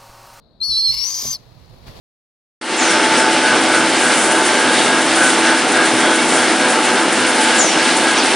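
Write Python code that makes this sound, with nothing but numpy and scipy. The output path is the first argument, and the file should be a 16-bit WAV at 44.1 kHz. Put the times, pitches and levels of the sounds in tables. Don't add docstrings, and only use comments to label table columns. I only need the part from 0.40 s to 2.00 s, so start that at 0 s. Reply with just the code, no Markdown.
import sys
import numpy as np
from scipy import signal
from scipy.fft import rfft, irfft
from scipy.io import wavfile

SR = 44100
rng = np.random.default_rng(int(sys.argv[2]) if len(sys.argv) > 2 else 0)


def wav_out(sig):
    wavfile.write(sys.argv[1], SR, np.round(np.clip(np.atleast_2d(sig).T, -1, 1) * 32767).astype(np.int16))


N = 70560
T = np.arange(N) / SR
EDGE_S = 0.00076


def undb(db):
    return 10 ** (np.asarray(db) / 20)


def unit(x):
    return x / np.sqrt(np.mean(np.abs(x) ** 2))


def curves(table):
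    rows = np.array(table, float)
    return [np.interp(T, rows[:, 0], column) for column in rows.T[1:]]


def gate(table):
    opening = np.clip((T - table[0][0]) / EDGE_S + 1, 0, 1)
    closing = np.clip((table[-1][0] - T) / EDGE_S + 1, 0, 1)
    return opening * closing


def pan(x, left_right_db):
    gains = undb(np.array([[1], [-1]]) * left_right_db / 2)
    return x * gains / np.sqrt(np.mean(gains ** 2, axis=0))


def flicker(hz):
    f = np.fft.fftfreq(N, 1 / SR)
    noise = rng.standard_normal(N) + 1j * rng.standard_normal(N)
    return unit(np.fft.ifft(np.fft.fft(noise) / (1 + (f / hz) ** 2) ** 1.435))


def walk(hz):
    return unit(flicker(hz).real)


def spin(hz):
    return np.exp(2j * np.pi * np.cumsum(hz + 0 * T) / SR)


def noise_band(hz, width_hz):
    return spin(hz) * flicker(width_hz / 2)


def coloured(table, spread):
    hz, db, left_right_db = np.array(table, float).T
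    log_f = np.log(np.maximum(np.fft.rfftfreq(N, 1 / SR), 1))
    mid, side = rng.standard_normal((2, N))
    spectrum = rfft(mid + spread * side * np.array([[1], [-1]]))
    spectrum = spectrum * undb(np.interp(log_f, np.log(hz), db))
    return unit(irfft(pan(spectrum, np.interp(log_f, np.log(hz), left_right_db)), N))


def resonate(x, hz, width_hz):
    f = np.fft.fftfreq(N, 1 / SR)
    return np.fft.ifft(np.fft.fft(x) / (1 + 1j * (f - hz) / width_hz) ** 2)


# pitch_hz, relative_level_db (per Hz), left_right_db
ROOM_COLOUR = [(20, -7, 0), (50, 2, -2), (130, -2, -2), (240, -4, 0), (330, -10, 0), (650, -10, 2),
               (1200, -22, 4), (2200, -34, 2), (6000, -48, 0), (15000, -54, 0)]
ROOM_DB, ROOM_SPREAD = -54, 0.48
WHISPER_HZ, WHISPER_WIDTH_HZ, WHISPER_DB, WHISPER_PAN_DB = 4100, 1000, -63.5, 18


def room():
    whisper = undb(WHISPER_DB) * unit(noise_band(WHISPER_HZ, WHISPER_WIDTH_HZ).real)
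    return undb(ROOM_DB) * coloured(ROOM_COLOUR, ROOM_SPREAD) + pan(whisper, WHISPER_PAN_DB)


# time_s, rustle_level_db, rumble_level_db
SHUFFLE_LEVELS = [(.2, -60, -54), (.95, -51.5, -58), (1.08, -53, -47.5), (1.28, -52, -46),
                  (1.455, -49, -43), (1.474, -38.5, -42.5), (1.51, -42.5, -38.5), (1.54, -46.5, -45),
                  (1.572, -39.5, -47), (1.6, -45.5, -39)]
# pitch_hz, relative_level_db (per Hz), left_right_db
CLOTH_COLOUR = [(148, 2, -4.5), (680, 1.5, 2.5), (1140, -3, 6), (1350, -8, 0), (3160, -10, 1),
                (4420, -5.5, 9.5), (6100, -16, 7), (8570, -24, -0.5), (10200, -20.5, -6), (15500, -24, -1)]
RUMBLE_HZ, RUMBLE_WIDTH_HZ, RUMBLE_PAN_DB = 106.2, 130, -14.5
RUSTLE_PATCHY_DB = 1


def shuffle():
    rustle_db, rumble_db = curves(SHUFFLE_LEVELS)
    rustle = coloured(CLOTH_COLOUR, 0.82) * undb(rustle_db + RUSTLE_PATCHY_DB * walk(160))
    rumble = unit(noise_band(RUMBLE_HZ, RUMBLE_WIDTH_HZ).real) * undb(rumble_db)
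    return (rustle + pan(rumble, RUMBLE_PAN_DB)) * gate(SHUFFLE_LEVELS)


# start_s, level_db, brightness_db_per_decade (tilt around the second box mode)
BUMP_EVENTS = [(0.278, -35.5, -25), (0.486, -35, -18.5), (.548, -47.5, -48), (.826, -40.5, 10),
               (0.847, -32, 3), (1.334, -47.5, 7.5), (1.466, -35.5, -18)]
# pitch_hz, relative_level_db, t60_s
BOX_MODES = [(53.5, -14.5, 0.59), (128, -5, 0.37), (233.4, -2.5, 0.18)]
BUMP_PUSH_S, BUMP_ROUGH = 0.0052, 0.52
KNOCK_HZ, KNOCK_WIDTH_HZ, KNOCK_S, KNOCK_DB = 480, 850, .004, -2


def bumps():
    out = np.zeros(N)
    for start, db, bright_db in BUMP_EVENTS:
        age = np.maximum(T - start, 0)
        tilt_db = lambda hz: bright_db * np.log10(hz / BOX_MODES[1][0])
        for hz, mode_db, t60 in BOX_MODES:
            ring = (1 - np.exp(-age / BUMP_PUSH_S)) * np.exp(-np.log(1000) * age / t60)
            scrape = (spin(hz) * (1 + BUMP_ROUGH * flicker(40))).real
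            out += undb(db + mode_db + tilt_db(hz)) * ring * scrape
        contact = age / KNOCK_S * np.exp(1 - age / KNOCK_S)
        knock = noise_band(KNOCK_HZ, KNOCK_WIDTH_HZ).real
        out += undb(db + KNOCK_DB + tilt_db(KNOCK_HZ)) * contact * knock
    return pan(out, 0)


BREAK_S, HOARSE_S = .53, .82


def hoarseness():
    return np.interp(T, [BREAK_S, HOARSE_S], [0, 1])


JITTER_HZ, HOARSE_JITTER_HZ = 15.74, 32
ROUGH_WIDTH_HZ = 140


def whistle(hz, roughness):
    wander_hz = (JITTER_HZ + hoarseness() * HOARSE_JITTER_HZ) * walk(137.7)
    rough = (1 + roughness * flicker(ROUGH_WIDTH_HZ)) / np.sqrt(1 + roughness ** 2)
    return spin(hz + wander_hz) * rough


FLUTTER_BELOW, FLUTTER_SECOND, FLUTTER_JITTER = .1, .15, .04
FLUTTER_DRIVE = .52


def flutter(rate_hz, depth):
    beat = spin(rate_hz * (1 + FLUTTER_JITTER * walk(120)))
    sidebands = beat - FLUTTER_BELOW * 1j / beat + FLUTTER_SECOND * depth * 1j * beat ** 2
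    swing = 1 + depth * sidebands
    saturation = np.sqrt((1 + FLUTTER_DRIVE ** 2) / (1 + np.abs(FLUTTER_DRIVE * swing) ** 2))
    return beat, swing * saturation


CATCH_TIMES = [.4685, .482, .511, .5165, .521]
CATCH_DEPTH, CATCH_S = .8, .0007


def catches():
    return np.prod([1 - CATCH_DEPTH / (1 + ((T - at) / CATCH_S) ** 2) for at in CATCH_TIMES], axis=0)


# time_s, pitch_hz, level_db (before flutter and catches)
LOWER_VOICE = [(.202, 4153, -54), (.205, 4145, -31), (.211, 4186, -36), (.215, 4120, -19),
               (.248, 4320, -20), (.281, 4396, -23), (.307, 4243, -17.5), (.337, 4032, -19.5),
               (.371, 4090, -17), (.392, 4223, -16), (.425, 4200, -18.5), (.47, 4256, -12.8),
               (.493, 4135, -15.5), (.506, 4210, -13.8), (.514, 4340, -15), (.521, 4500, -25),
               (.536, 4763, -33), (.59, 4800, -32), (.67, 4950, -37), (.725, 4800, -29), (.765, 5024, -32),
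               (.88, 5038, -41), (.94, 4900, -30), (.955, 4424, -28), (.971, 4000, -46)]
# time_s, flutter_rate_hz, flutter_depth (ratio), roughness (noise-to-tone ratio)
LOWER_FLUTTER = [(.226, 250, 0, .01), (.233, 255, .7, .02), (.29, 265, .48, .03), (.335, 440, .6, .05),
                 (.375, 300, .7, .04), (.392, 220, .55, .04), (.43, 330, .38, .02), (.462, 240, .6, .05),
                 (.469, 130, .03, .04), (.505, 0, 0, .02), (.53, 0, 0, .2), (.72, 0, 0, .35),
                 (.8, 0, 0, 1.3), (.96, 0, 0, .7)]


def lower_voice():
    hz, db = curves(LOWER_VOICE)
    rate_hz, depth, roughness = curves(LOWER_FLUTTER)
    beat, fluttering = flutter(rate_hz, depth)
    wave = whistle(hz, roughness) * fluttering * catches() * gate(LOWER_VOICE)
    return beat, wave, undb(db) * wave


# time_s, pitch_hz, level_db
UPPER_VOICE = [(.222, 5450, -60), (.231, 5500, -35), (.245, 5630, -33), (.28, 5620, -34), (.305, 5440, -28),
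               (.35, 5310, -28), (.405, 5470, -27), (.432, 5240, -37), (.478, 5386, -25.5),
               (.565, 5320, -28), (.592, 5426, -22), (.636, 5564, -20), (.678, 5970, -23),
               (.708, 6010, -26), (.728, 5860, -29), (.784, 5925, -27), (.83, 6050, -35), (.865, 6120, -27),
               (.91, 6260, -21.5), (.93, 6130, -28), (.95, 5700, -33), (.969, 5050, -42)]
# time_s, pitch_hz, level_db
UPPER_SIDE_TONE = [(.64, 6240, -36), (.68, 6540, -30.5), (.712, 6620, -28.5), (.735, 6480, -30.5),
                   (.77, 6480, -30), (.83, 6710, -35), (.92, 6440, -36)]
HIGH_ROUGH, HIGH_ROUGH_LATE = .06, 0.32


def upper_voice():
    hz, db = curves(UPPER_VOICE)
    side_hz, side_db = curves(UPPER_SIDE_TONE)
    roughness = HIGH_ROUGH + hoarseness() * (HIGH_ROUGH_LATE - HIGH_ROUGH)
    wave = whistle(hz, roughness) * gate(UPPER_VOICE)
    side = undb(side_db) * whistle(side_hz, roughness) * gate(UPPER_SIDE_TONE)
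    return wave, undb(db) * wave, side


# time_s, upper_octave_level_db, sum_tone_level_db
OVERTONE_LEVELS = [(.222, -60, -60), (.24, -44, -43), (.28, -41, -39), (.34, -46, -45), (.4, -44, -42),
                   (.44, -53, -52), (.5, -51, -44), (.6, -53, -54), (.68, -43, -52), (.8, -38, -52),
                   (.94, -38, -51), (.968, -49, -58)]
TREBLE_PAN_DB = -10


def overtones(low_wave, high_wave):
    octave_db, sum_db = curves(OVERTONE_LEVELS)
    treble = high_wave * (undb(sum_db) * low_wave + undb(octave_db) * high_wave)
    return pan(treble, TREBLE_PAN_DB)


STRAND_WIDTH_HZ, RASP_WIDTH_HZ = 380, 1150


def throat_rasp(throat_hz, rasp_db, grain):
    hoarse = hoarseness()
    strand = np.sqrt(1 - hoarse) * flicker(STRAND_WIDTH_HZ / 2)
    wide = np.sqrt(hoarse) * flicker(RASP_WIDTH_HZ / 2)
    return undb(rasp_db) * grain * spin(throat_hz) * (strand + wide)


# time_s, level_db
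BEAK_LEVEL = [(.495, -90), (.515, -44), (.64, -48), (.74, -64), (.96, -90)]
# pitch_hz, left_right_db
BEAK_RESONANCES = [(2200, -23), (2820, -2.5)]
BEAK_WIDTH_HZ = 300


def beak_ring(grain):
    level_db, = curves(BEAK_LEVEL)
    ring = sum(pan(noise_band(hz, BEAK_WIDTH_HZ), lr_db) for hz, lr_db in BEAK_RESONANCES)
    return undb(level_db) * grain * ring


MOUTH_HZ, MOUTH_WIDTH_HZ, MOUTH_DB = 1060, 270, -18
DIFFERENCE_DB = -54


def open_mouth(low_wave, high_wave, hiss_db, grain):
    difference = resonate(high_wave * low_wave.conj(), MOUTH_HZ, MOUTH_WIDTH_HZ)
    breath = undb(hiss_db + MOUTH_DB) * grain * noise_band(MOUTH_HZ, MOUTH_WIDTH_HZ)
    return undb(DIFFERENCE_DB) * difference + breath


# pitch_hz, relative_level_db (per Hz), left_right_db
HISS_COLOUR = [(253, -8, 1.5), (950, -5, 2), (1530, -11, 3.5), (2240, -2.5, -1.5), (2710, -8, 1),
               (3190, 0, -0.5), (4760, 1.5, -20), (6030, 7, 24), (6500, -1.5, 7), (8600, -4, 1),
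               (10250, -4.5, -3), (11700, 0, -10.5), (13000, -11, 7), (15500, -8, -21)]
HISS_SPREAD = 0.98


def beak_hiss(hiss_db, grain):
    return undb(hiss_db) * grain * coloured(HISS_COLOUR, HISS_SPREAD)


# time_s, resonance_hz, rasp_level_db, hiss_level_db
THROAT_AIR = [(.215, 4300, -62, -61), (.24, 4310, -48, -48), (.39, 4250, -39, -43), (.44, 4280, -46, -43),
              (.5, 4300, -41, -40), (.522, 4330, -22, -35), (.54, 4320, -28, -33.5), (.6, 4380, -28, -36.5),
              (.66, 4600, -31, -31.5), (.76, 4950, -31.5, -34.5), (.85, 4900, -30.5, -31),
              (.92, 5015, -31, -32.5), (.95, 4920, -28, -35.5), (.968, 4500, -47, -57),
              (.985, 4200, -72, -82)]
# time_s, lower_left_right_db, upper_left_right_db
HEAD_TURN = [(.22, 6.5, 10), (.29, 9, 17), (.335, -0.5, 13), (.42, -3.5, 13), (.5, -5.5, 11), (.55, -3, 16),
             (.6, 9, 18), (.68, 11, 12), (.74, 3, 7.2), (.84, 2.5, 3.6), (.92, 2.5, 5.7)]
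RASP_PATCHY_DB, RASP_GRAIN_HZ = 2, 220
UNDER_DB, OVER_DB = -17, -23
DOUBLE_LOW_DB, DOUBLE_LOW_PAN_DB = -15.5, 21
PORT_LAG_S = .000028


def screech():
    throat_hz, rasp_db, hiss_db = curves(THROAT_AIR)
    low_pan, high_pan = curves(HEAD_TURN)
    grain = undb(RASP_PATCHY_DB * walk(RASP_GRAIN_HZ)) * gate(THROAT_AIR)
    beat, low_wave, low = lower_voice()
    high_wave, high, side = upper_voice()
    under = undb(UNDER_DB) * low ** 2 * high_wave.conj()
    over = undb(OVER_DB) * high * high_wave * (low_wave * beat).conj()
    tones = pan(low + throat_rasp(throat_hz, rasp_db, grain) + under, low_pan)
    tones = tones + pan(high + side + over, high_pan)
    tones = tones + beak_ring(grain) + open_mouth(low_wave, high_wave, hiss_db, grain)
    tones = tones + pan(undb(DOUBLE_LOW_DB) * low ** 2, DOUBLE_LOW_PAN_DB)
    tones = tones + overtones(low_wave, high_wave)
    left, right = np.sqrt(2) * tones.real + beak_hiss(hiss_db, grain)
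    lag = np.exp(-2j * np.pi * np.fft.rfftfreq(N, 1 / SR) * PORT_LAG_S)
    return np.array([left, irfft(rfft(right) * lag, N)])


ECHO_DB, ECHO_T60_S = -25.5, 0.26


def echo(x):
    tail = rng.standard_normal((2, N)) * np.exp(-np.log(1000) * T / ECHO_T60_S)
    tail /= np.sqrt(np.sum(tail ** 2, axis=1, keepdims=True))
    return x + undb(ECHO_DB) * signal.fftconvolve(x, tail, axes=1)[:, :N]


def scene():
    return room() + shuffle() + bumps() + echo(screech())


TOP_HZ = 15850


def record(dry):
    return signal.sosfilt(signal.ellip(10, .2, 80, TOP_HZ, fs=SR, output="sos"), dry)


dry = scene()
out = record(dry)
wav_out(out)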